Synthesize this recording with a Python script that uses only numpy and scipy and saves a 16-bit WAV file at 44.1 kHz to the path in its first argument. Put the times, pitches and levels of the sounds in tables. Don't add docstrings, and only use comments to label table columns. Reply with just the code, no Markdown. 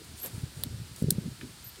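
import sys
import numpy as np
from scipy import signal
from scipy.fft import rfft, irfft, next_fast_len
from scipy.io import wavfile
from scipy.ndimage import map_coordinates

SR = 44100
rng = np.random.default_rng(int(sys.argv[2]) if len(sys.argv) > 2 else 0)


def unload_audio(sound):
    columns = np.transpose(np.atleast_2d(sound))
    steps = np.round(np.clip(columns, -1, 1) * 32767)
    wavfile.write(sys.argv[1], SR, steps.astype(np.int16))


N = 79380


def amp(db):
    return 10 ** (np.asarray(db) / 20)


def unit(x):
    return x / np.sqrt(np.mean(x ** 2) + 1e-20)


def filtered(x, response):
    size = next_fast_len(len(x) + 8192)
    return irfft(rfft(x, size) * response(np.fft.rfftfreq(size, 1 / SR)), size)[:len(x)]


def coloured(x, spectrum):
    f, db = np.transpose(spectrum)
    return unit(filtered(x, lambda hz: amp(np.interp(np.log(hz + 1), np.log(f), db))))


def noise(spectrum):
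    return coloured(rng.standard_normal(N), spectrum)


def add(track, start, sound):
    i = max(0, round(start * SR))
    track[i:i + len(sound)] += sound[:max(0, N - i)]


# (frequency [Hz], relative level [dB])
HISS_SPECTRUM = [(290, -44), (500, -9), (946, -2.5), (1110, -6.5), (1400, -1.5), (1550, -3), (1930, -4),
                 (2360, -4), (3390, -3), (4530, 0), (6140, -6.5), (8960, -3.5), (11500, -11.5),
                 (15100, -13), (16000, -23)]
RUMBLE_SPECTRUM = [(20, -24), (60, 6), (150, -4.5), (380, -7.5), (600, -19), (1500, -29)]

def air(hiss_db=-52.2, rumble_db=-59.5):
    return amp(hiss_db) * noise(HISS_SPECTRUM) + amp(rumble_db) * noise(RUMBLE_SPECTRUM)


# (time [s], duration [s], start frequency [Hz], end frequency [Hz], level [dB])
BIRD_NOTES = [(.189, .024, 12430, 12350, -44.5), (.212, .026, 12450, 12580, -38),
              (.228, .03, 12570, 12565, -33.5), (.25, .032, 12450, 12570, -42),
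              (1.17, .04, 12150, 12050, -62), (1.636, .026, 12020, 12130, -44),
              (1.66, .03, 12600, 12080, -42), (1.678, .026, 12130, 12100, -45)]

def bird(waver_hz=25, wavers_per_s=600, echo_db=-10, echo_t60=.19):
    song = np.zeros(N)
    for start, length, start_hz, end_hz, db in BIRD_NOTES:
        progress = np.linspace(0, 1, int(length * SR))
        waver = map_coordinates(rng.standard_normal(size=64), [progress * length * wavers_per_s])
        hz = start_hz + (end_hz - start_hz) * progress + waver_hz * waver
        add(song, start, amp(db) * np.sin(np.pi * progress) * np.sin(2 * np.pi * np.cumsum(hz) / SR))
    t = np.arange(SR // 3) / SR
    tail = rng.standard_normal(len(t)) * amp(-60 * t / echo_t60)
    return song + amp(echo_db) * signal.fftconvolve(song, tail / np.linalg.norm(tail))[:N]


# (time [s], level [dB])
SHUFFLE_ENVELOPE = [(0, -59), (.13, -48), (.21, -61), (.28, -51), (.37, -49), (.46, -48), (.54, -55),
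                    (.65, -46), (.83, -49), (.98, -55), (1.06, -42), (1.14, -42), (1.29, -44), (1.38, -60),
                    (1.43, -45), (1.55, -55), (1.66, -57.5), (1.73, -66), (1.8, -57)]
# (frequency [Hz], relative level [dB])
SHUFFLE_SPECTRUM = [(20, -41), (45, -15), (75, 2), (130, -1.5), (220, -7), (380, -15.5), (550, -23),
                    (1000, -40), (3000, -94)]
# (centre time [s], half-width [s], level [dB], frequency [Hz])
HOLLOW_RUBS = [(.01, .025, -53, 370), (.255, .025, -57, 560), (1.09, .035, -42, 320),
               (1.44, .04, -46.5, 280), (1.785, .025, -57, 350)]

def shuffle(rub_octaves=.35):
    t = np.arange(N) / SR
    times, levels = np.transpose(SHUFFLE_ENVELOPE)
    out = amp(np.interp(t, times, levels)) * noise(SHUFFLE_SPECTRUM)
    for centre, half, db, hz in HOLLOW_RUBS:
        resonance = lambda f: np.exp(-(np.log2((f + 1) / hz) / rub_octaves) ** 2 / 2)
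        rub = unit(filtered(rng.standard_normal(N), resonance))
        out += amp(db) * np.exp(-((t - centre) / half) ** 2) * rub
    return out


# (frequency [Hz], relative level [dB], T60 [s])
STICK_MODES = [(1300, -6, .02), (1760, -1, .028), (1900, -5, .02), (2480, 0, .032), (3100, -7, .02)]
# (frequency [Hz], relative level [dB])
SCUFF_SPECTRUM = [(300, -12), (700, -12), (1600, 0), (2600, -2), (4000, -9), (8000, -28)]

def stick_tap(start=1.411, level_db=-42, rise_s=.0006, scuff_t60=.05):
    out, t = np.zeros(N), np.arange(SR // 8) / SR
    scuff = amp(-60 * t / scuff_t60) * noise(SCUFF_SPECTRUM)[:len(t)]
    ring = sum(amp(db - 60 * t / t60) * np.sin(2 * np.pi * hz * t) for hz, db, t60 in STICK_MODES)
    attack = 1 - np.exp(-t / rise_s)
    add(out, start, amp(level_db) * attack * (ring + scuff))
    return out


# (time [s], level [dB], frequency [Hz], T60 [s])
BARK_TICKS = [(.045, -47, 8000, .02), (.231, -43, 7000, .02), (.2605, -32, 10000, .016),
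              (.268, -43, 9000, .015), (.962, -38, 7000, .014), (1.0245, -39.5, 9000, .012),
              (1.1145, -35, 10000, .022), (1.124, -41, 9000, .03), (1.759, -45.5, 3300, .012)]

def bark_ticks(width_octaves=.7):
    out, t = np.zeros(N), np.arange(SR // 10) / SR
    for start, db, hz, t60 in BARK_TICKS:
        resonance = lambda f: 1 / (1 + (np.log2((f + 1) / hz) / width_octaves) ** 2)
        burst = unit(filtered(rng.standard_normal(len(t)), resonance))
        add(out, start, amp(db - 60 * t / t60) * burst)
    return out


# (centre time [s], half-width [s], hiss level [dB], body level [dB])
NOISE_SWELLS = [(.188, .024, -48.5, -62), (.255, .026, -44.3, -47.5), (.36, .08, -54, -56),
                (.6, .06, -54.5, -58), (.995, .03, -49.5, -59)]
# (frequency [Hz], relative level [dB])
SWELL_HISS = [(1500, -18), (3500, -2), (6000, -4), (9000, 5.5), (12000, -5), (16000, -7)]
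SWELL_BODY = [(100, -11), (400, 4), (900, -4.5), (2000, -7), (4000, -13), (9000, -41)]

def rasps_and_hiss(catches_per_s=1800, catch_share=.4):
    t = np.arange(N) / SR
    catches = unit(rng.standard_normal(N) * (rng.random(N) < catches_per_s / SR))
    slip = np.sqrt(catch_share) * catches + np.sqrt(1 - catch_share) * rng.standard_normal(N)
    hiss, body = coloured(slip, SWELL_HISS), noise(SWELL_BODY)
    return sum(np.exp(-((t - centre) / half) ** 2) * (amp(hiss_db) * hiss + amp(body_db) * body)
               for centre, half, hiss_db, body_db in NOISE_SWELLS)


# (time [s], level [dB], tearing time [s], relative tearing level [dB])
THIN_FRACTURE = (.6366, -19.5, .0003, -6.5)
THICK_FRACTURE = (1.1051, -19, .0022, -2)
# (frequency [Hz], relative level [dB], T60 [s])
THIN_MODES = [(3350, -10, .009), (3980, -6, .009), (4600, -13, .007), (8220, -12, .005), (9540, -9, .004),
              (11200, 0, .005), (12300, -0.5, .004), (13700, -12, .005), (15300, 1, .004)]
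THICK_MODES = [(1660, -21, .012), (3500, -16, .007), (4170, -7, .008), (4700, -11, .005), (5250, -10, .007),
               (5860, -9, .008), (6800, -16, .006), (7690, -4, .009), (8370, 0, .01), (8950, 0, .008),
               (9400, -5, .007), (10650, -6, .007), (11850, -9, .006), (12500, 0, .009),
               (15050, -5.5, .006)]
# (frequency [Hz], relative level [dB])
THIN_SPECTRUM = [(150, -12), (500, 3), (900, -5), (2400, -9), (3700, 2), (5800, -6), (9000, 0), (12000, 0),
                 (16000, 0)]
THICK_SPECTRUM = [(200, -25), (900, -18), (2700, -15), (4200, -1), (6500, -3), (9500, 1), (12000, -1),
                  (16000, -7)]

def twig_snap(fracture, modes, spectrum, tear_t60=.008, splinter_db=-23, splinter_t60=.07):
    start, level_db, tear_s, tear_db = fracture
    out, t = np.zeros(N), np.arange(SR // 8) / SR
    since_break = np.maximum(t - tear_s, 0)
    swell = np.sqrt(np.minimum(t / tear_s, 1))
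    ring = sum(amp(db - 60 * since_break / t60) * np.sin(2 * np.pi * (hz * t + rng.random()))
               for hz, db, t60 in modes)
    tearing = amp(tear_db - 60 * since_break / tear_t60)
    splinters = amp(splinter_db - 60 * t / splinter_t60)
    crackle = (tearing + splinters) * noise(spectrum)[:len(t)]
    add(out, start, amp(level_db) * swell * (ring + crackle))
    return out


# (time [s], force level [dB], frequency [Hz], half-width [s])
SOFT_CONTACTS = [(.142, -38, 110, .008), (.347, -31, 105, .011), (.381, -28, 135, .0045),
                 (.438, -22, 115, .0058), (.463, -38, 100, .008), (.574, -35.5, 135, .008),
                 (.594, -34.5, 100, .009), (.64, -37, 110, .007), (.663, -33, 260, .0042),
                 (.672, -29.5, 115, .007), (.71, -34, 85, .006), (.729, -36, 140, .006),
                 (.746, -28, 112, .009), (.802, -31, 125, .007), (.82, -33.5, 130, .009),
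                 (.848, -42, 95, .012), (.917, -36, 120, .005), (1.0243, -14.5, 185, .0035),
                 (1.0435, -16, 130, .0045), (1.073, -25, 135, .008), (1.086, -18, 145, .0065),
                 (1.123, -24, 175, .008), (1.16, -36, 100, .012), (1.186, -19.5, 170, .005),
                 (1.261, -28, 170, .0075), (1.279, -30, 240, .005), (1.288, -29, 115, .007),
                 (1.318, -39, 130, .018), (1.67, -42, 115, .011)]
# (frequency [Hz], relative level [dB])
GRIT_SPECTRUM = [(90, -16), (160, -1), (230, 0), (320, -5), (450, -19), (650, -30), (1200, -55)]
# (time [s], force level [dB], frequency [Hz])
HARD_CONTACTS = [(1.0235, -26.5, 440), (1.0415, -27.5, 400), (1.0855, -27, 360), (1.1215, -35, 380),
                 (1.184, -27, 330), (1.265, -39, 340)]
# (frequency [Hz], gain [dB], T60 [s])
BOARD_MODES = [(125, -18, .06), (404, -15, .04), (455, -19, .05)]

def bundle_bumps(grit_db=-19, knock_half_s=.0019, direct_db=-1.5, low_cut_hz=25):
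    t = np.arange(N) / SR
    grit = amp(grit_db) * noise(GRIT_SPECTRUM)
    force = np.zeros(N)
    for centre, db, hz, half in SOFT_CONTACTS:
        lag = t - centre
        rise_s, fall_s = .42 * half, .68 * half
        swell = 2 * np.exp(-np.logaddexp(-lag / rise_s, lag / fall_s))
        force += amp(db) * swell * (np.cos(2 * np.pi * hz * lag) + grit)
    for centre, db, hz in HARD_CONTACTS:
        lag = t - centre
        force += amp(db) * np.exp(-(lag / knock_half_s) ** 2) * np.sin(2 * np.pi * hz * lag)

    def boards(f):
        response = amp(direct_db)
        for hz, db, t60 in BOARD_MODES:
            bandwidth_hz = np.log(1000) / (np.pi * t60)
            damping = 1j * f * bandwidth_hz
            response = response + amp(db) * damping / (hz * hz - f * f + damping)
        return response * 1j * f / (low_cut_hz + 1j * f)

    return filtered(force, boards)


def scene():
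    thin_twig = twig_snap(THIN_FRACTURE, THIN_MODES, THIN_SPECTRUM)
    thick_twig = twig_snap(THICK_FRACTURE, THICK_MODES, THICK_SPECTRUM)
    wood = bundle_bumps() + shuffle() + thin_twig + thick_twig + bark_ticks() + stick_tap()
    return (wood + rasps_and_hiss() + bird() + air())[None]


def record(dry):
    cutoff_hz = 16000
    return filtered(dry[0], lambda hz: 1 / np.sqrt(1 + (hz / cutoff_hz) ** 120))[None]


dry = scene()
out = record(dry)
unload_audio(out)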